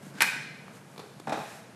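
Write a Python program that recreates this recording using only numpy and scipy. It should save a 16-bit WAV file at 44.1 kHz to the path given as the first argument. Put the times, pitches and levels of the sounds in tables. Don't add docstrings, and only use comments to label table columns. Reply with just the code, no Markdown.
import sys
import numpy as np
from scipy import signal
from scipy.fft import rfft, irfft, next_fast_len
from scipy.io import wavfile
from scipy.ndimage import map_coordinates

SR = 44100
rng = np.random.default_rng(int(sys.argv[2]) if len(sys.argv) > 2 else 0)


def wav_record(signal):
    frames = np.transpose(np.atleast_2d(signal))
    bounded = np.clip(frames, -1, 1)
    quanta = np.round(bounded * 32767).astype(np.int16)
    wavfile.write(sys.argv[1], SR, quanta)


def volts(x):
    e = np.asarray(x, float) / 20
    return 10 ** e


N = 77175

# [t/s, level/dB, bright part/dB, crunch t60/s]
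LATCH = [
    (.2057, -9, -19.5, 0.0062),
    (.2098, -11.5, -16, 0.016),
    (.2135, -15, -16, 0.018),
    (.2178, -13, -10, 0.015),
    (.2195, -5.5, -20, 0.0052),
    (.2238, -10.5, -14.5, 0.035),
    (.2290, -14, -11, 0.06),
    (.2320, -17, -26, 0.028),
    (.2410, -15.5, -20, 0.011),
]
# [f/Hz, width/Hz, level/dB]
LATCH_BODY = [(283, 780, -19.5), (917, 150, -6), (1195, 137, -6), (1575, 85, 3), (1813, 120, -0.5),
              (2052, 320, -3), (2423, 175, 1.5), (2910, 600, -9.5)]
# [f/Hz, width/Hz, level/dB]
LATCH_BRIGHT = [(4100, 1400, 0.88), (6600, 1400, -0.25), (7700, 2300, -1.9), (11100, 1500, 0.6),
                (11600, 1400, -2.4)]
# [t/s, level/dB, bright part/dB, crunch t60/s]
SNAP = [
    (.2216, -27, 9.9, 0.0092),
]
# [f/Hz, width/Hz, level/dB]
SNAP_BRIGHT = [(5120, 3600, -4), (8660, 2800, -2.5), (11500, 4600, -4)]
# [f/Hz, width/Hz, level/dB]
PLATE = [(890, 500, -9.5), (1570, 150, 3.5), (2320, 910, -9.5), (4270, 1600, -11), (7400, 4600, -19.5)]
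# [f/Hz, level/dB, t60/s]
SKIN = [(1500, -41.5, 1), (1627, -41, 0.87), (1650, -42.5, 1), (2500, -32, 0.55)]
# [t/s, level/dB, bright part/dB, crunch t60/s]
THUMPS = [
    (1.2710, -21, -27.5, 0.072),
    (1.2790, -24, -26, 0.06),
    (1.293, -22, -20, 0.09),
    (1.308, -28.5, -34, 0.036),
    (1.3205, -19.5, -29, 0.034),
    (1.3245, -17, -19.5, 0.16),
    (1.341, -23.5, -36, .06),
    (1.374, -26.5, -36, 0.039),
]
# [f/Hz, width/Hz, level/dB]
PANEL = [(183, 145, -5.5), (315, 244, -5.5), (457, 105, -5), (625, 112, -2.5), (810, 117, 0.5),
         (1150, 220, -7), (1347, 360, -8), (1960, 600, -14)]
# [f/Hz, width/Hz, level/dB]
PANEL_BRIGHT = [(2440, 144, 5), (3800, 520, -0.5), (5450, 860, -6), (7960, 2600, -12.5)]
# [t/s, level/dB, bright part/dB, crunch t60/s]
TAPS = [
    (.9615, -43, -5, 0.012),
    (.978, -34.5, -1, 0.036),
    (.9925, -28, -6, 0.083),
    (1.0375, -38, -31, 0.048),
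    (1.1975, -36, -4, 0.049),
]
# [f/Hz, width/Hz, level/dB]
SOLE = [(192, 88, 5), (410, 115, 9), (950, 453, 2)]
# [f/Hz, width/Hz, level/dB]
SOLE_BRIGHT = [(2360, 130, 1), (3500, 260, 1.5), (4320, 720, -1.5), (6960, 2500, -14), (10630, 2400, -15)]
# [t/s, level/dB, bright part/dB, crunch t60/s]
KNOCK = [
    (.6803, -32, -40, 0.017),
    (1.2955, -63.5, 11.5, 0.016),
]
# [f/Hz, width/Hz, level/dB]
KNOCK_BODY = [(930, 300, 0.19), (1340, 750, -2.3)]
# [f/Hz, width/Hz, level/dB]
TICK = [(7560, 2100, 2.5)]
# [t/s, level/dB, bright part/dB, crunch
# t60/s]
BUMPS = [
    (.065, -39, -40, 0.017),
    (.138, -40, -36, 0.12),
    (.181, -37, -41.5, 0.034),
    (.355, -39, -41, 0.055),
    (1.1985, -41.5, -26.5, 0.029),
    (1.685, -41.5, -44, 0.017),
]
# [f/Hz, width/Hz, level/dB]
LEAF = [(198, 37, 0.0098), (292, 73, 0.0026)]
# [t/s, rise/s, hold/s, fall/s, level/dB]
SCUFFS = [
    (.01, 0.022, .05, 0.054, -56.5),
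    (0.699, .06, 0.014, .025, -57),
    (0.842, 0.066, .03, 0.45, -63.5),
    (1.331, 0.043, .16, 0.13, -53),
]
# [f/Hz, level/dB]
SCUFF = [(500, -66), (1500, 9.5), (4000, -2.5), (7000, 0), (12000, -4.5), (16000, -21)]
# [f/Hz, level/dB per Hz]
RUMBLE = [(24, -78), (40, -36.5), (131, 1), (326, -11), (449, -9), (1400, -17.5), (3070, -27.5),
          (11400, -32), (14600, -49)]
# [f/Hz, width/Hz, level/dB]
HUM = [(140.8, 18, 0), (191.2, 26.4, 0), (240.7, 49, -4.5)]
# [t/s, level/dB]
PLANT = [(0.0, -40), (0.58, -47), (1.1, -48.5), (1.306, -42.5), (1.642, -56), (1.75, -56)]
# [f/Hz, t60/s]
ROOM = [(150, 0.35), (500, 0.73), (1000, 0.62), (2000, 0.93), (4000, 0.91), (8000, 0.63), (13000, .35)]

SOFT_HZ = 2250


def unit(x):
    return x / np.sqrt(np.mean(x ** 2) + 1e-20)


def along(points, hz):
    f, v = np.transpose(points)
    return np.interp(np.log(hz + 1), np.log(f + 1), v)


def wobble(rate):
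    knots = rng.standard_normal(int(N * rate / SR) + 4)
    return map_coordinates(knots, [np.arange(N) * rate / SR])


def filtered(x, response):
    m = next_fast_len(N + SR // 2)
    return irfft(rfft(x, m) * response(np.fft.rfftfreq(m, 1 / SR)), m)[..., :N]


def body(peaks):
    def response(f):
        total = 0
        for k, (centre, width, db) in enumerate(peaks):
            damping = 1j * f * width
            sign = (-1) ** k
            total = total + sign * volts(db) * damping / (centre ** 2 - f ** 2 + damping)
        return total
    return response


def noise(spectrum):
    return unit(filtered(rng.standard_normal(N), lambda hz: volts(along(spectrum, hz))))


def swell(start, rise, hold, fall):
    corners = np.cumsum([start, rise, hold, fall])
    ramp = np.interp(np.arange(N) / SR, corners, [0, 1, 1, 0])
    return np.sin(np.pi / 2 * ramp) ** 2


def knocks(rows, low, bright, soft_hz=9000):
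    length, rise_s = 4096, 0.00028
    t = np.arange(length) / SR
    drive = np.zeros((2, N + length))
    for s, db, bright_db, t60 in rows:
        grit = rng.standard_normal((2, length))
        grit = rfft(grit * volts(-60 * t / t60) * (1 - np.exp(-t / rise_s)))
        grit = irfft(grit / np.abs(grit))
        grit = grit * volts(-20 * t / t60)
        grit = grit / np.linalg.norm(grit, axis=1)[:, None]
        start = round(s * SR)
        drive[:, start:start + length] += volts([[db], [db + bright_db]]) * grit
    click = np.arange(N) == 0
    size = np.abs(filtered(click, body(low))).max()
    deep = filtered(drive[0, :N], lambda hz: body(low)(hz) / (1 + 1j * hz / soft_hz) ** 2)
    return (deep + filtered(drive[1, :N], body(bright))) / size


def latch():
    return knocks(LATCH, LATCH_BODY, LATCH_BRIGHT) + knocks(SNAP, LATCH_BODY, SNAP_BRIGHT)


def scrape():
    start_s, rise_s, end_s, fall_s = 0.13, 0.031, 0.205, 0.0056
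    friction = rng.standard_normal(N) * volts(2 * wobble(150))
    drag = unit(filtered(friction, body(PLATE)))
    return volts(-47.5) * drag * swell(start_s, rise_s, end_s - start_s - rise_s, fall_s)


def skin():
    blow_s = 0.24
    t = np.clip(np.arange(N) / SR - blow_s, 0, None)
    ring = np.zeros(N)
    for hz, db, t60 in SKIN:
        ring += volts(db - 60 * t / t60 + 3.7 * wobble(36.9)) * np.sin(2 * np.pi * hz * t)
    return ring


def thumps():
    return knocks(THUMPS, PANEL, PANEL_BRIGHT, SOFT_HZ)


def taps():
    return knocks(TAPS, SOLE, SOLE_BRIGHT)


def far_knock():
    return knocks(KNOCK, KNOCK_BODY, TICK, SOFT_HZ)


def bumps():
    return knocks(BUMPS, LEAF, TICK, SOFT_HZ)


def scuffs():
    strength = sum(volts(db) * swell(s, rise, hold, fall) for s, rise, hold, fall, db in SCUFFS)
    return noise(SCUFF) * volts(0.47 * wobble(90)) * strength


def plant():
    floor_db, hum_db, lumps_db = -50.5, -3.5, 2.3
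    s, level_db = np.transpose(PLANT)
    doorway_db = np.interp(np.arange(N) / SR, s, level_db - level_db.mean())
    drone = filtered(rng.standard_normal(N), body(HUM))
    drone = unit(filtered(drone, body(HUM)))
    drone *= volts(hum_db + doorway_db + lumps_db * wobble(18))
    rumble = noise([(13, -32.5)] + list(RUMBLE) + [(17000, -80)])
    rumble *= volts(0.37 * wobble(7.4))
    return volts(floor_db) * (rumble + drone)


def room(x, wet_db):
    first_wall_s, build_s = 0.006, 0.0095
    hz, t, z = signal.stft(rng.standard_normal(SR), SR, nperseg=256)
    decay = volts(-60 * t / along(ROOM, hz)[:, None])
    tail = signal.istft(z * decay, SR, nperseg=256)[1]
    tail = tail * (1 - np.exp(-np.arange(len(tail)) / SR / build_s))
    tail = np.pad(tail / np.linalg.norm(tail), (round(first_wall_s * SR), 0))
    return x + volts(wet_db) * signal.fftconvolve(x, tail)[:N]


def scene():
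    door = room(latch() + scrape(), wet_db=-8) + skin()
    panels = room(thumps(), wet_db=-4)
    steps = room(taps() + far_knock() + bumps() + scuffs(), wet_db=-6.5)
    return (door + panels + steps + plant())[None]


def band_limit(x):
    return signal.sosfilt(signal.butter(12, 14700, fs=SR, output="sos"), x)


def record(dry):
    low_hz, top_hz = 69, 14400
    mix = filtered(dry, lambda hz: (1j * hz / (low_hz + 1j * hz)) ** 2 * (hz < top_hz))
    return band_limit(mix)


dry = scene()
out = record(dry)
wav_record(out)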